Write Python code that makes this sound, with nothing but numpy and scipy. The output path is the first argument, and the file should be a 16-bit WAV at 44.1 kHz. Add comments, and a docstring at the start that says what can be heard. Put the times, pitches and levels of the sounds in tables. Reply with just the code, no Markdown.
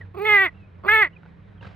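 """Over the hiss of leaves and a distant motor's hum, a far songbird whistles and something ticks near the microphone.
An animal close by calls, nasal and harsh: a muffled creaky start, the mouth opens, the pitch sags.
A bird whistle and a tick follow, then a second call. Two bird swoops and more ticks come after; a rustle ends it.
Leaves and rub are banded noise, hum and knocks are resonators, whistles are gliding sines;
the calls are stacks of partials under a moving mouth resonance, plus creak pulses."""
import sys
import numpy as np
from scipy import signal
from scipy.fft import rfft, irfft, next_fast_len
from scipy.io import wavfile

SR = 44100
rng = np.random.default_rng(int(sys.argv[2]) if len(sys.argv) > 2 else 0)


def output_pcm(signal):
    """Save a mono or channel-first signal as 16-bit PCM at the path in sys.argv[1].

    Samples are clipped to [-1, 1] before scaling.
    """
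    pcm = np.clip(np.atleast_2d(signal).T, -1, 1) * 32767
    wavfile.write(sys.argv[1], SR, np.round(pcm).astype(np.int16))


def invert_db(level):
    """Linear amplitude ratio for a level in decibels (20 dB per decade), elementwise."""
    return 10 ** (np.asarray(level, dtype=float) / 20)


N = 77175


def rms_one(x):
    """Scale to rms 1."""
    return x / np.sqrt(np.mean(x ** 2) + 1e-20)


def in_time(rows):
    """Columns of a table joined by straight lines, sample by sample."""
    s, *columns = np.transpose(rows)
    return [np.interp(np.arange(N) / SR, s, c) for c in columns]


def inside(start_s, end_s, edge_s=0.0035):
    """One between two times, with short ramps."""
    return np.interp(np.arange(N) / SR, [start_s, start_s + edge_s, end_s - edge_s, end_s], [0, 1, 1, 0])


def at_hz(points, hz, axis=1):
    """A column of a table on a log-frequency axis."""
    points = np.array(points, float)
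    return np.interp(np.log(hz + 1), np.log(points[:, 0] + 1), points[:, axis])


def soft(x, cutoff_hz):
    """A soft contact: the top is cut."""
    return signal.sosfilt(signal.butter(4, cutoff_hz, fs=SR, output="sos"), x)


def slow(cutoff_hz):
    """Low-passed noise of rms 1."""
    return rms_one(soft(rng.standard_normal(N + 8000), cutoff_hz)[8000:])


def ring(x, hz, t60_s):
    """Resonator: a unit click sets a sine of height one ringing."""
    radius = invert_db(-60 / (t60_s * SR))
    w = 2 * np.pi * hz / SR
    return signal.lfilter([0, np.sin(w)], [1, -2 * radius * np.cos(w), radius * radius], x + 1e-18)


# left-right likeness of the noises: (band_hz, likeness)
LIKENESS = [(60, 0.7), (110, 0.74), (200, 0.3), (360, 0.26), (650, 0.069), (1190, 0.27), (2160, 0.47),
            (3930, 1)]


def banded_noise(spectrum, patchy_db):
    """Third-octave bands of stereo noise with their own level, flicker and likeness; rms 1."""
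    out = 0
    edges_hz = 25 * 2 ** (np.arange(28) / 3)
    white = rng.standard_normal((2, 2, N))
    flicker = [slow(7.1), slow(31), slow(26)]
    for k, (low_hz, high_hz) in enumerate(zip(edges_hz, edges_hz[1:])):
        band = signal.butter(2, [low_hz, high_hz], "band", fs=SR, output="sos")
        mid, side = signal.sosfilt(band, white[k % 2])
        hz = np.sqrt(low_hz * high_hz)
        alike = np.clip(at_hz(LIKENESS, hz), -1, 1)
        gain = invert_db(at_hz(spectrum, hz) + patchy_db * flicker[k % 3])
        out = out + gain * (np.sqrt(1 + alike) * mid + np.sqrt(1 - alike) * side * [[1], [-1]])
    return rms_one(out)


# hiss of leaves, spectrum: (band_hz, relative_db)
LEAVES_SPECTRUM = [(25, -63.5), (38, -33), (55, -7.5), (98, -5), (124, -14), (199, -13.5), (240, -21.5),
                   (288, -31), (400, -17), (494, -23), (713, -27), (1360, -29), (2060, -30), (2550, -39.5),
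                   (3500, -42), (4380, -58.5), (5690, -71.5), (8000, -70.5), (12000, -76.5)]
# hiss of leaves, level: (time_s, level_db)
LEAVES_LEVEL = [(0, -46.5), (0.1, -53.5), (0.55, -50), (0.8, -51), (1.1, -51.5), (1.75, -50.5)]


def leaves():
    """Hiss of leaves: banded noise under a drifting level."""
    level_db, = in_time(LEAVES_LEVEL)
    return invert_db(level_db) * banded_noise(LEAVES_SPECTRUM, patchy_db=1.5)


# motor tones, level as at mid-scene: (pitch_hz, width_hz, level_db)
HUM = [(95.36, 5.5, -48), (166.4, 3.3, -55), (194.4, 2.5, -58), (292, 24, -67)]
HUM_FADE_DB_PER_S = 1.5


def hum():
    """Wavering low tones of a distant motor: noise through narrow resonators."""
    out = 0
    for pitch_hz, width_hz, level_db in HUM:
        tone = ring(rng.standard_normal(N + SR), pitch_hz, 2.3 / width_hz)[SR:]
        out = out + invert_db(level_db) * rms_one(tone)
    return out * invert_db(-HUM_FADE_DB_PER_S * (np.arange(N) - N / 2) / SR)


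# whistles, one list each: (time_s, pitch_hz, level_db)
CHIRPS = [
    [(0.006, 1898, -64), (0.014, 1943, -47), (0.04, 1640, -61), (0.046, 1590, -67), (0.055, 1550, -70.5)],
    [(0.54, 2555, -73), (0.566, 2850, -67.5), (0.572, 2750, -69), (0.648, 2495, -68), (0.664, 2590, -67),
     (0.675, 2550, -68.5)],
]
SWOOPS = [
    [(1.115, 2516, -69), (1.127, 2790, -69), (1.139, 2996, -65), (1.163, 2490, -61.5), (1.185, 2380, -75)],
    [(1.575, 3276, -78), (1.583, 3250, -66), (1.593, 3130, -74), (1.607, 3030, -64), (1.615, 2610, -54.5)],
]
FLUTTER_RMS_DB = 5   # leaves between make the whistles flutter


def songbirds():
    """Thin gliding sine whistles."""
    out = 0
    for rows in CHIRPS + SWOOPS:
        pitch_hz, level_db = in_time(rows)
        level = invert_db(level_db + FLUTTER_RMS_DB * slow(60)) * inside(rows[0][0], rows[-1][0], edge_s=0.0027)
        out = out + np.sqrt(2) * level * np.sin(2 * np.pi * np.cumsum(pitch_hz) / SR)
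    return out


# echoes from trees: (earliest_delay_s, level_db)
ECHOES = [(0.034, -52), (.062, -55)]


def trees(voice):
    """Faint echoes of the voice's ringing band, each smeared into six taps, alternating sides."""
    band = signal.butter(2, [1600, 4200], "band", fs=SR, output="sos")
    ringing = signal.sosfilt(band, voice)
    out = np.zeros((2, N))
    for delay_s, level_db in ECHOES:
        lags = ((delay_s + rng.uniform(0, 0.061, 6)) * SR).astype(int)
        for tap, lag in enumerate(lags):
            out[tap % 2, lag:] += invert_db(level_db) * ringing[:N - lag]
    return out


# knocks: (start_s, click_db, pitch_hz, t60_s)
TICKS = [(0.013, -43, 1840, 0.017), (0.796, -55.5, 965, 0.025), (1.2329, -44, 1437, .018),
         (1.2544, -47, 1406, 0.017), (1.2614, -43.5, 1500, 0.013), (1.611, -48.5, 540, 0.1),
         (1.6285, -40.5, 1612, 0.083), (1.635, -44, 1597, .05), (1.647, -39, 1300, .025),
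         (1.654, -42, 1620, 0.021)]
# modes of a knock: (pitch_ratio, level_db, t60_ratio)
TICK_MODES = [(.35, -4.5, .4), (.62, -3, 0.77), (1.0, 0.5, 1.0), (1.6, -11, .4)]


def ticks():
    """Small dull knocks: a click rings four modes."""
    out = 0
    for start_s, click_db, pitch_hz, t60_s in TICKS:
        click = np.zeros(N)
        click[int(start_s * SR)] = invert_db(click_db)
        for pitch_ratio, level_db, t60_ratio in TICK_MODES:
            out = out + invert_db(level_db) * ring(click, pitch_hz * pitch_ratio, t60_s * t60_ratio)
    return soft(out, 4400)


# rub, spectrum: (band_hz, relative_db)
RUSTLE_SPECTRUM = [(35, -41), (60, -5), (140, 5), (243, -26.5), (508, -10), (630, -17), (840, -11.5),
                   (1440, -20), (2020, -20.5), (3200, -26), (4380, -30), (5690, -73.5), (11000, -82.5)]
# rub, level: (time_s, level_db)
RUSTLE_LEVEL = [(1.605, -71), (1.615, -47), (1.64, -41.5), (1.665, -40.5), (1.7, -47.5), (1.75, -47.5)]
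HOLLOW_HZ, HOLLOW_T60_S, HOLLOW_REL_DB = 1550, 0.026, -14.5
RUB_LUMPY_RMS_DB = 2


def rustle():
    """A rub swells quickly and fades; one hollow resonance sings in it."""
    level_db, = in_time(RUSTLE_LEVEL)
    hollow = ring(rng.standard_normal(N), HOLLOW_HZ, HOLLOW_T60_S)
    hollow = ring(hollow, HOLLOW_HZ, HOLLOW_T60_S)
    rub = banded_noise(RUSTLE_SPECTRUM, patchy_db=2.0) + invert_db(HOLLOW_REL_DB) * rms_one(hollow)
    level = invert_db(level_db + RUB_LUMPY_RMS_DB * slow(66.5))
    return inside(RUSTLE_LEVEL[0][0], 2) * level * rub   # still sounding at the end


# mouth resonance, also used by call(): (time_s, resonance_hz)
MOUTH = [(0.14, 1008), (0.19, 1189), (0.235, 1520), (0.255, 2124), (0.31, 1980), (0.39, 1953), (0.44, 1952),
         (0.46, 2010), (0.49, 1954), (0.83, 1028), (0.872, 1053), (0.88, 1279), (0.885, 1536), (0.89, 1703),
         (0.94, 1904), (1.01, 1859), (1.09, 2048)]
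MOUTH_T60_S, MOUTH_RISE_S = 0.022, 0.0008
# throat resonances: (resonance_hz, level_db, t60_s)
THROAT = [(455, -23.5, 0.0027), (706, -4, 0.02), (1120, 8.5, 0.0073), (2060, -14.5, .012), (3400, -27, .02),
          (4480, -27.5, 0.02)]
THROAT_SOFT = 1.2   # top of the knock, as a multiple of each throat resonance
# the voice catches or fails: (start_s, end_s, pulse_db, throat_share_db)
CREAKS = [(0.145, 0.173, -41.5, -2.5), (0.166, 0.179, -45.5, -3), (0.8365, 0.848, -36.5, -2),
          (0.8483, 0.865, -31.5, 3.5), (0.88, 0.89, -12.5, -29.5), (0.453, 0.491, -32.5, -15.5),
          (1.06, 1.079, -30.5, -13)]
CREAK_PER_S, CREAK_UNEVEN = 200, 0.07   # pulse rate; rms of the interval, as a share


def creak():
    """Slow uneven pulses knock through throat and mouth where the voice catches or fails."""
    clicks, deep = np.zeros(N), np.zeros(N)
    for start_s, end_s, pulse_db, throat_share_db in CREAKS:
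        luck = rng.standard_normal((12, 2))
        intervals = np.clip(1 + CREAK_UNEVEN * luck[:, 0], 0.5, 2)
        pulse_s = start_s + (np.cumsum(intervals) - 1) / CREAK_PER_S
        pulse_s[0] = start_s
        at = (pulse_s[pulse_s <= end_s] * SR).astype(int)
        clicks[at] = -invert_db(pulse_db + 2.0 * luck[:len(at), 1])
        deep[at] = clicks[at] * invert_db(throat_share_db)
    out = np.zeros(N)
    for hz, level_db, t60_s in THROAT:
        out += invert_db(level_db) * ring(soft(deep, THROAT_SOFT * hz), hz, t60_s)
    mouth_hz, = in_time(MOUTH)
    t = np.arange(1500) / SR
    mouth_swell = (1 - np.exp(-t / MOUTH_RISE_S)) ** 2 * invert_db(-60 * t / MOUTH_T60_S)
    for i in np.flatnonzero(clicks):
        out[i:i + 1500] += clicks[i] * mouth_swell * np.sin(2 * np.pi * mouth_hz[i] * t)
    return soft(soft(out, 6800), 7000)


# the two calls, pitch: (time_s, pitch_hz)
PITCH_A = [(0.138, 360), (0.15, 374), (0.158, 325), (0.168, 381), (0.177, 417.3), (0.194, 370.5),
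           (0.208, 400.7), (0.225, 412.7), (0.24, 428.3), (0.255, 429), (0.27, 438), (0.285, 427.7),
           (0.3, 419.2), (0.32, 420), (0.338, 414.7), (0.352, 405.5), (0.368, 400.5), (0.385, 390.2),
           (0.4, 386.6), (0.418, 390.8), (0.432, 381.3), (0.445, 373.4), (0.46, 352), (0.47, 319.8),
           (0.48, 288.8), (0.5, 292.3)]
PITCH_B = [(0.832, 365), (0.856, 356.2), (0.87, 396.3), (0.885, 407.5), (0.895, 417.6), (0.905, 421.3),
           (0.92, 432.9), (0.94, 447.3), (0.952, 442.2), (0.96, 433.2), (0.979, 435), (0.995, 434.3),
           (1.013, 423), (1.022, 410.3), (1.032, 388.9), (1.045, 351.4), (1.058, 301.8), (1.075, 280.6),
           (1.09, 271.7)]
# the two calls, effort: (time_s, effort_db, opening_db, rasp_db); opening_db lifts the voice colour
CALL_A = [(0.138, -59.5, -18, -16), (0.15, -41, -12.5, -21.5), (0.16, -45, -20, -23),
          (0.176, -31.5, -15, -15.5), (0.196, -33, -8, -14), (0.22, -26, -9, -31), (0.243, -25.5, -11, -22),
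          (0.254, -27.5, 4.5, -21.5), (0.275, -27, 7, -21), (0.29, -28, 13, -25.5), (0.34, -29, 17, -33),
          (0.396, -34.5, 18.5, -27), (0.436, -32.5, 16.5, -26), (0.458, -35, 13.5, -10),
          (0.476, -43.5, 12.5, -29), (0.488, -70.5, 29.5, -7.5), (0.5, -84.5, 6.5, -14)]
CALL_B = [(0.832, -69, -14.5, -15.5), (0.84, -43.5, -8, -9.5), (0.858, -42, -5.5, -18),
          (0.868, -31, -4, -19.5), (0.877, -31, -2.5, -22), (0.882, -39, 19, -32), (0.89, -36, 24.5, -25),
          (0.903, -34, 21, -25), (0.94, -31, 21.5, -28.5), (0.965, -33, 22.5, -17.5),
          (0.985, -30.5, 18.5, -28), (1.012, -32.5, 21, -29), (1.03, -35.5, 24.5, -32.5),
          (1.042, -37, 15.5, -22), (1.054, -45, 22, -18), (1.07, -53, 8, -10.5), (1.09, -71.5, 19.5, -14)]
# voice colour without the mouth ring: (partial_hz, level_db at opening 0, share of opening_db added)
VOICE = [(387, 0, 0.0072), (806, -7.5, 0.42), (1330, -10, 0.79), (1750, -15, 1.124), (2075, -8, 1.076),
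         (2470, -8.5, 0.48), (3220, -23, 0.47), (3490, -20.5, 0.39), (3730, -28.5, 0.43),
         (4563, -31.5, 0.38), (4660, -52, .6), (5140, -51, 0.19), (5630, -84.5, 0.5), (6860, -77, 0.95),
         (7460, -58.5, 0.4), (8100, -60.5, 0.98), (8900, -69.5, 0.43), (10200, -73, .6), (11000, -56, .6),
         (12750, -60.5, 0.92), (13840, -59, .6), (15200, -45, 0.5), (16000, -48, .6)]
# resonances that hold part of each pulse back: (shut_hz, open_hz, width_hz, shut_rad, open_rad)
LAGS = [(680, 600, 500, 1.4, 1.6), (1830, 1830, 240, 0, 1.35)]
SHUT_DB, OPEN_DB = -8, 6   # opening_db at which the mouth counts as shut, as open
RING_DB, RING_WIDTH_HZ = 9, 230
RING_DB_PER_SAG_HZ, SAG_FROM_HZ = 0.0886, 370   # the open mouth's ring sharpens as the pitch sags
NASAL_DIP_HZ, NASAL_DIP_WIDTH_HZ, NASAL_DIP_DB = 3240, 880, -19   # the nose swallows this, mouth shut
WAVER_CUTOFF_HZ, WAVER_RMS_DB, WAVER_RMS_RAD = 45, 3, 1.6   # upper partials come and go, slip out of step
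WAVER_SPAN_HZ = 3000   # from first to full waver
RASP_CUTOFF_HZ, RASP_UNITY_HZ = 405, 1810   # rasp grows with partial frequency; rasp_db holds at unity
JITTER = 0.0035   # rms share of the pitch
PARTIAL_TOP_HZ = 15760


def call(pitch, rows):
    """Steady pulses as a stack of partials, coloured by the opening mouth, with rasp."""
    pitch_hz, = in_time(pitch)
    effort_db, opening_db, rasp_db = in_time(rows)
    mouth_hz, = in_time(MOUTH)
    wavers = [slow(WAVER_CUTOFF_HZ) for _ in range(5)]
    on = inside(rows[0][0], rows[-1][0])
    part = on > 0
    phase = 2 * np.pi * np.cumsum(pitch_hz * (1 + JITTER * slow(72))) / SR
    rasps = invert_db(rasp_db) * [slow(RASP_CUTOFF_HZ), slow(RASP_CUTOFF_HZ)]
    opened = np.clip((opening_db[part] - SHUT_DB) / (OPEN_DB - SHUT_DB), 0, 1)
    sag_hz = np.maximum(SAG_FROM_HZ - pitch_hz[part], 0)
    ring_db = RING_DB + RING_DB_PER_SAG_HZ * sag_hz * opened
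    out = np.zeros(N)
    for k in range(1, 44):
        hz = k * pitch_hz[part]
        level_db = at_hz(VOICE, hz) + at_hz(VOICE, hz, axis=2) * opening_db[part]
        level_db += ring_db / (1 + ((hz - mouth_hz[part]) / (RING_WIDTH_HZ / 2)) ** 2)
        nasal_offset = 2 * (hz - NASAL_DIP_HZ) / NASAL_DIP_WIDTH_HZ
        level_db += NASAL_DIP_DB * (1 - opened) / (1 + nasal_offset ** 2)
        level_db += WAVER_RMS_DB * np.clip(hz / WAVER_SPAN_HZ - 0.5, 0, 1) * wavers[k % 5][part]
        turn = k * phase[part]
        for shut_hz, open_hz, width_hz, shut_rad, open_rad in LAGS:
            centre_hz = shut_hz + (open_hz - shut_hz) * opened
            depth_rad = shut_rad + (open_rad - shut_rad) * opened
            turn -= depth_rad * (np.pi / 2 + np.arctan(2 * (hz - centre_hz) / width_hz))
        turn += WAVER_RMS_RAD * np.clip(hz / WAVER_SPAN_HZ - 0.7, 0, 1) * wavers[(2 * k + 1) % 5][part]
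        rough = np.clip(hz / RASP_UNITY_HZ, 0, 3) * rasps[:, part]
        partial = (1 + rough[0]) * np.cos(turn) + rough[1] * np.sin(turn)
        out[part] += invert_db(level_db) * (hz < PARTIAL_TOP_HZ) * partial
    return -np.sqrt(2) * on * invert_db(effort_db) * out


# left port over right port, strength: (hz, ratio_db)
PORT_DB = [(60, -3), (150, -10.5), (240, -7.5), (400, -8), (600, -10), (800, -2), (1100, -5), (1500, -2),
           (1850, 2.5), (2100, -4), (2850, 0), (3900, 3), (5000, -4.5), (12000, 0.5)]
# left port ahead of right port, phase: (hz, lead_rad)
PORT_LEAD = [(0, 1), (340, 1), (690, 1.26), (1550, 0.96), (1810, 0.38), (2150, .5), (2760, 0.8),
             (3450, 2.5), (4130, 0.54), (6000, 0.8), (8000, 1.3), (11000, 1.66), (16000, 3.5)]


def ports(x):
    """A near source reaches the two microphone ports with unlike strength and phase."""
    size = next_fast_len(N + 4096)
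    hz = np.arange(size // 2 + 1) * SR / size
    lead_rad = np.interp(hz, *np.transpose(PORT_LEAD))
    ratio = invert_db(at_hz(PORT_DB, hz)) * np.exp(1j * lead_rad)
    right = 2 * rfft(x, size) / (1 + ratio)   # the mean of both ports stays x
    return irfft([ratio * right, right], size)[:, :N]


AROUND_PAN_DB = -1.06   # left gain; the right gets the opposite


def scene():
    """Calls at the ports, over leaves, motor, birds, echoes, ticks and rustle."""
    voice = call(PITCH_A, CALL_A) + call(PITCH_B, CALL_B) + creak()
    around = leaves() + hum() + songbirds() + trees(voice) + ticks() + rustle()
    return ports(voice) + around * invert_db(np.array([[AROUND_PAN_DB], [-AROUND_PAN_DB]]))


def top_cut(x):
    """Nothing passes above the cut-off."""
    return signal.sosfilt(signal.butter(12, 15760, fs=SR, output="sos"), x)


LOW_CUT_HZ = 36


def record(dry):
    """A low cut finishes the mix."""
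    low_cut = signal.butter(2, LOW_CUT_HZ, "high", fs=SR, output="sos")
    mix = signal.sosfilt(low_cut, dry)
    return top_cut(mix)


dry = scene()
out = record(dry)
output_pcm(out)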